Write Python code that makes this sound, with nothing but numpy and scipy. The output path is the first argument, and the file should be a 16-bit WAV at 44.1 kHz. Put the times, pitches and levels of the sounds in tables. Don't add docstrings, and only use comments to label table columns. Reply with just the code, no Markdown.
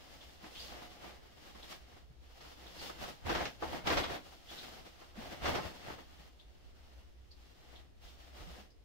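import sys
import numpy as np
from scipy import signal
from scipy.fft import rfft, irfft, next_fast_len
from scipy.io import wavfile
from scipy.ndimage import map_coordinates

SR = 44100
rng = np.random.default_rng(int(sys.argv[2]) if len(sys.argv) > 2 else 0)


def to_wav(sig):
    pcm = np.clip(np.atleast_2d(sig), -1, 1) * 32767
    pcm = np.round(pcm).astype(np.int16)
    wavfile.write(sys.argv[1], SR, pcm.T)


N = 389844
PARTS = 3

# full_speed_s, rise_s (per 20 dB), hold_s, level_db, brightness_db
SWINGS = [(0.708, 0.13, 0.124, -54.0, -7), (1.715, 0.13, 0.009, -54.5, 0), (2.832, 0.18, 0.049, -50.0, -1),
          (3.023, 0.11, 0.064, -49.5, -5), (3.27, 0.04, 0.17, -39.5, -14), (3.617, 0.04, 0.067, -51.0, -9),
          (3.705, 0.09, 0.067, -45.5, -11), (3.871, 0.03, 0.131, -36.0, -13),
          (4.109, 0.12, 0.033, -42.5, -12), (5.203, 0.07, 0.126, -48.0, -10),
          (5.447, 0.04, 0.114, -39.0, -13), (5.622, 0.06, 0.061, -49.0, -8.5),
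          (5.875, 0.15, 0.058, -49.5, -10), (8.382, 0.15, 0.227, -57.5, -5)]
SWING_T60_S, STROKE_T60_S = 0.235, 0.47


def rustle():
    # freq_hz, level_db
    fold_spectrum = [(60, -17), (115, -2), (190, -2), (255, -.5), (340, -1.5), (720, -.5), (1050, -6.5),
                     (1700, -9.5), (3500, -27.5), (9000, -68)]
    rub_spectrum = [(400, -41), (900, -12.5), (1200, 1.5), (1600, -2), (2050, 1.5), (2500, -3), (3200, -3),
                    (4500, -10.5), (8000, -28.5)]
    slide_spectrum = [(1500, -36), (2800, 1), (3800, -2), (5200, -2.5), (6400, -11), (8000, -19),
                      (11000, -24.5), (16000, -45)]
    fizz_spectrum = [(4000, -33), (6500, -0.5), (8500, -3.5), (10500, -5.5), (13000, 1.5), (16000, 0.5)]
    flutter, surges = wobble(rate_hz=45), wobble(rate_hz=16)
    buckles = creases(rate_hz=700, spread_db=13.5, rush=0.92, size=N)
    folds = amp(-0.7 + 2.3 * flutter) * coloured(buckles, fold_spectrum)
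    catches = creases(rate_hz=500, spread_db=20, rush=1.34, size=N)
    rubbing = amp(-2.4 + 1.6 * flutter + 0.8 * surges) * coloured(catches, rub_spectrum)
    threads = creases(rate_hz=900, spread_db=19, rush=3.0, size=N)
    weave = coloured(threads, slide_spectrum) + amp(-8.5) * coloured(threads, fizz_spectrum)
    sliding = amp(0.8 + 1.3 * flutter + 0.4 * surges) * weave
    return handling(0) * folds + handling(0.21) * rubbing + handling(0.92) * sliding


def creases(rate_hz, spread_db, rush, size):
    snaps = np.zeros((PARTS, size))
    hit = rng.random(snaps.shape) < rate_hz / SR
    strength = rng.uniform(-1.05, 1, snaps.shape)[hit]
    snaps[hit] = np.sign(strength) * amp(spread_db * np.abs(strength))
    return unit(snaps) + rush * rng.standard_normal(snaps.shape)


def handling(bright_share):
    # full_speed_s, rise_s (per 20 dB), hold_s, level_db, brightness_db
    strokes = [(0.0, 0.02, 0.156, -62.0, -3), (0.192, 0.08, 0.139, -62.0, -1.5),
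               (0.431, 0.05, 0.043, -57.5, -6), (0.583, 0.16, 0.087, -58.5, 3),
               (0.87, 0.1, 0.068, -62.0, -3), (1.022, 0.14, 0.113, -57.5, -7),
               (1.239, 0.11, 0.097, -67.5, -5), (1.436, 0.27, 0.208, -62.0, -3),
               (1.817, 0.09, 0.156, -65.5, -5), (2.412, 0.31, 0.106, -60.5, -3),
               (2.602, 0.09, 0.147, -63.0, -4), (3.126, 0.1, 0.094, -69.0, -1),
               (3.479, 0.1, 0.042, -64.5, 2), (4.243, 0.11, 0.11, -61.5, -2),
               (4.517, 0.14, 0.128, -56.0, -1), (4.712, 0.11, 0.083, -57.5, -4),
               (4.856, 0.1, 0.065, -64.0, -2.5), (5.007, 0.11, 0.089, -64.0, -3.5),
               (5.363, 0.1, 0.049, -58.5, -6.5), (5.711, 0.1, 0.116, -61.0, -3),
               (5.984, 0.11, 0.293, -64.5, -4), (6.363, 0.1, 0.274, -74.0, -4),
               (6.787, 0.42, 0.223, -69.0, -4), (7.08, 0.1, 0.066, -78.0, -4),
               (7.425, 0.36, 0.147, -70.5, -1), (7.645, 0.13, 0.131, -64.5, -6),
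               (8.051, 0.08, 0.047, -64.0, 0), (8.198, 0.13, 0.048, -65.0, -3)]
    swinging = effort(SWINGS, SWING_T60_S, bright_share)
    stroking = effort(strokes, STROKE_T60_S, bright_share)
    return np.hypot(swinging, stroking)


def effort(moves, t60_s, bright_share):
    power, t = np.zeros(N), np.arange(-SR // 2, SR) / SR
    for full_speed_s, rise_s, hold_s, level_db, brightness_db in moves:
        envelope_db = 20 * np.minimum(t, 0) / rise_s - 60 * np.maximum(t - hold_s, 0) / t60_s
        gain = amp(level_db + bright_share * brightness_db + envelope_db)
        add(power, full_speed_s - 0.5, gain[t >= -full_speed_s] ** 2)
    return np.sqrt(power)


def flaps():
    # start_s, level_db, crack_db (treble over body), t60_s
    taut_pulls = [(.432, -42.5, 0, .1), (.712, -42.5, 2, .08), (.814, -44.5, -6, .09),
                  (1.035, -43, -21, .1), (1.542, -44.5, -7, .1), (1.714, -37.5, 9, .06),
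                  (1.955, -52, -4, .1), (2.399, -46, 5, .14), (2.441, -46, -3, .12), (2.89, -34.5, -6, .06),
                  (3.03, -39, -10, .18), (3.286, -24, -5, .17), (3.341, -25, -3, .16),
                  (3.399, -28.5, -7, .11), (3.446, -28, 11, .06), (3.616, -23.5, -20, .09),
                  (3.864, -21, 3, .08), (3.893, -20.5, -2, .14), (3.964, -20.5, 1, .11),
                  (4.033, -29, 0, .13), (5.01, -45, -10, .11), (5.448, -24, -2, .16),
                  (5.544, -26.5, 0, .13), (5.571, -29.5, -21, .14), (5.893, -34.5, -10, .07),
                  (5.977, -41.5, -9, .08)]
    # freq_hz, level_db
    flap_spectrum = [(50, -11), (110, -10), (200, -15), (330, 3.5), (720, -1.5), (1200, 3), (2500, -5),
                     (4000, -9), (5500, -11.5), (8000, -28), (11000, -56), (15500, -45)]
    out, t = np.zeros((PARTS, N)), np.arange(SR // 5) / SR
    for start_s, level_db, crack_db, t60_s in taut_pulls:
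        tilt = [(900, 0), (2800, crack_db)]
        snaps = creases(rate_hz=4000, spread_db=-1, rush=1.2, size=len(t))
        flap = unit(shaped(snaps, lambda hz: along(flap_spectrum, hz) + along(tilt, hz)))
        add(out, start_s + 0.002, amp(level_db - 8) * flap * swell(t, rise_s=0.008, t60_s=t60_s))
    return out


def thuds():
    # start_s, level_db, pitch_hz
    low_bumps = [(.432, -46, 200), (1.004, -47, 62), (1.545, -50, 220), (1.939, -48, 60), (2.098, -49, 125),
                 (3.25, -33, 85), (3.944, -30, 56), (5.176, -37.5, 223), (5.648, -35, 75), (5.88, -44, 155),
                 (6.194, -52, 150), (6.45, -50, 60), (6.734, -48, 62), (8.047, -42, 44), (8.403, -41, 50),
                 (8.47, -46.5, 180), (8.58, -48, 210)]
    out, t = np.zeros((PARTS, N)), np.arange(SR // 5) / SR
    envelope = swell(t, rise_s=0.0061, t60_s=0.15)
    for start_s, level_db, pitch_hz in low_bumps:
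        band_db = lambda hz: -30 * np.log10(1 + (1.3 * np.log2((hz + 1) / pitch_hz)) ** 2)
        rough = unit(shaped(rng.standard_normal((PARTS, len(t))), band_db))
        push = np.sin(2 * np.pi * pitch_hz * t * (1 - 0.48 * t) + rng.normal(0, 0.55, (PARTS, 1)))
        add(out, start_s - 0.002, amp(level_db - 6) * (push + 0.33 * rough) * envelope)
    return out


def hem_slips():
    # start_s, level_db, pitch_hz, glide_oct_per_s, rise_s, t60_s
    slips = [(.195, -55, 3180, 3, 0.02, .13), (.538, -49, 3040, 2.5, .021, 0.4),
             (.576, -49.5, 4440, 2, 0.024, .35), (1.617, -52, 3600, 1, .012, .11),
             (2.66, -52, 3490, 2, 0.0089, 0.072), (2.76, -51, 4600, -0.5, 0.04, 0.21),
             (4.028, -38.5, 3400, 2, 0.01, 0.084), (4.47, -52, 3300, 1.5, 0.023, .35),
             (4.55, -49, 3550, 2.5, .04, .22), (6.385, -58.5, 3300, 6, 0.014, 0.12),
             (7.303, -58, 4650, -2.5, .013, .11), (7.745, -56, 3400, 1, 0.017, 0.14),
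             (8.07, -62, 3290, 1, .015, .12), (8.698, -66, 5040, 0.5, 0.0077, .08)]
    jitter_spectrum = [(200, -4), (550, -9.5), (1500, -21), (5000, -36), (12000, -41)]
    out, t = np.zeros((PARTS, N)), np.arange(SR // 3) / SR
    for start_s, level_db, pitch_hz, glide_oct_per_s, rise_s, t60_s in slips:
        jitter = coloured(rng.standard_normal((PARTS, len(t))), jitter_spectrum)
        freq_hz = pitch_hz * 2 ** (glide_oct_per_s * np.minimum(t, 2 * rise_s))
        hiss = jitter * np.sin(2 * np.pi * np.cumsum(freq_hz) / SR)
        add(out, start_s, amp(level_db + 2.5) * hiss * swell(t, rise_s, t60_s))
    return out


def billow():
    # freq_hz, level_db
    air_spectrum = [(15, -8), (30, -4), (46, -1), (60, 6.5), (74, 6), (100, -4.5), (160, -13), (300, -25),
                    (800, -72)]
    t, lead_s = np.arange(N) / SR, 0.025
    push = np.interp(t + lead_s, t, effort(SWINGS, SWING_T60_S, bright_share=0))
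    return amp(-6.5) * push * stereo_noise(air_spectrum, width=1.0)


def wall_response(size):
    # freq_hz, t60_s
    decay = [(100, 0.38), (500, 0.2), (3000, 0.2), (12000, 0.22)]
    hz, t, bins = signal.stft(rng.standard_normal((2, size)), SR, nperseg=256)
    tail = signal.istft(bins * amp(-60 * t / along(decay, hz)[:, None]), SR, nperseg=256)[1]
    return tail / np.linalg.norm(tail, axis=1, keepdims=True)


def echoes(x, block=16384):
    out = np.zeros((2, N))
    for start in range(0, N, block):
        reflected = signal.fftconvolve(x[None, start:start + block], wall_response(SR // 4), axes=1)
        add(out, start / SR, reflected)
    return out


def standing_waves(x):
    # centre_hz, width_hz, gain_db
    modes = [(325, 50, 3), (416, 50, -1.5), (490, 36, 2.5), (569, 11, 3), (720, 90, 4), (835, 36, 3),
             (1065, 22, 2), (1400, 200, -1), (1915, 37, 1), (2680, 11, -2.5), (2763, 16, 2.5),
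             (3500, 21, 3.5), (4422, 24, 3.5), (4520, 22, -4)]
    return shaped(x, lambda hz: sum(gain_db / (1 + (2 * (hz - centre_hz) / width_hz) ** 2)
                                    for centre_hz, width_hz, gain_db in modes))


def background(hum_hz=61, hum_width_hz=8):
    # time_s, level_db
    hum_levels = [(0, -65), (1.65, -61.5), (2.1, -58), (2.5, -64), (5.7, -62), (6.3, -58.5), (8.84, -61)]
    # freq_hz, level_db
    rumble_spectrum = [(15, -1), (30, 1), (50, -3), (80, -4), (120, -9), (200, -20), (500, -60)]
    hiss_spectrum = [(20, 1), (35, -2.5), (48, -14), (70, -6), (120, -10), (200, -10), (350, -9.5),
                     (700, -16.5), (1000, -23), (1600, -25), (3100, -25), (5000, -28.5), (8200, -37.5),
                     (15500, -42)]
    hum_db = np.interp(np.arange(N) / SR, *np.transpose(hum_levels))
    band_db = lambda hz: -20 * np.log10(1 + ((hz - hum_hz) / hum_width_hz) ** 2)
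    mid, side = unit(shaped(rng.standard_normal((2, N)), band_db))
    hum = amp(hum_db - 0.5 + 2 * wobble(rate_hz=7)) * stereo(mid, side, width=0.7)
    rumble = amp(-65.5) * stereo_noise(rumble_spectrum, width=0.9)
    hiss = amp(-66.2) * stereo_noise(hiss_spectrum, width=1.0)
    return hum + rumble + hiss


def amp(db):
    return 10 ** (np.asarray(db) / 20)


def unit(x):
    return x / np.sqrt(np.mean(x ** 2) + 1e-20)


def along(points, hz):
    freq_hz, values = np.transpose(points)
    return np.interp(np.log(hz + 1), np.log(freq_hz + 1), values)


def wobble(rate_hz):
    knots = rng.standard_normal(int(N * rate_hz / SR) + 4)
    return map_coordinates(knots, [np.arange(N) * rate_hz / SR])


def swell(t, rise_s, t60_s):
    return np.minimum(t / rise_s, 1) ** 2 * amp(-60 * np.maximum(t - rise_s, 0) / t60_s)


def shaped(x, gain_db):
    size = x.shape[-1]
    padded = next_fast_len(size + 2048, real=True)
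    gain = amp(gain_db(np.fft.rfftfreq(padded, 1 / SR)))
    return irfft(rfft(x, padded) * gain, padded)[..., :size]


def coloured(x, spectrum):
    return unit(shaped(x, lambda hz: along(spectrum, hz)))


def stereo(mid, side, width):
    return unit(np.array([mid + width * side, mid - width * side]))


def stereo_noise(spectrum, width):
    mid, side = coloured(rng.standard_normal((2, N)), spectrum)
    return stereo(mid, side, width)


def add(track, start_s, sound):
    part = track[..., max(round(start_s * SR), 0):][..., :sound.shape[-1]]
    part += sound[..., :part.shape[-1]]


def scene():
    left, right, far = rustle() + flaps() + thuds() + hem_slips()
    sheet = amp(-0.63) * np.array([left, right]) + amp(-4.5) * echoes(far)
    balance = amp([[0.3], [-0.3]])
    return (standing_waves(sheet) + billow()) * balance + background()


def record(dry):
    cutoff_hz = 15750
    return shaped(dry, lambda hz: np.where(hz < cutoff_hz, 0, -120))


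dry = scene()
out = record(dry)
to_wav(out)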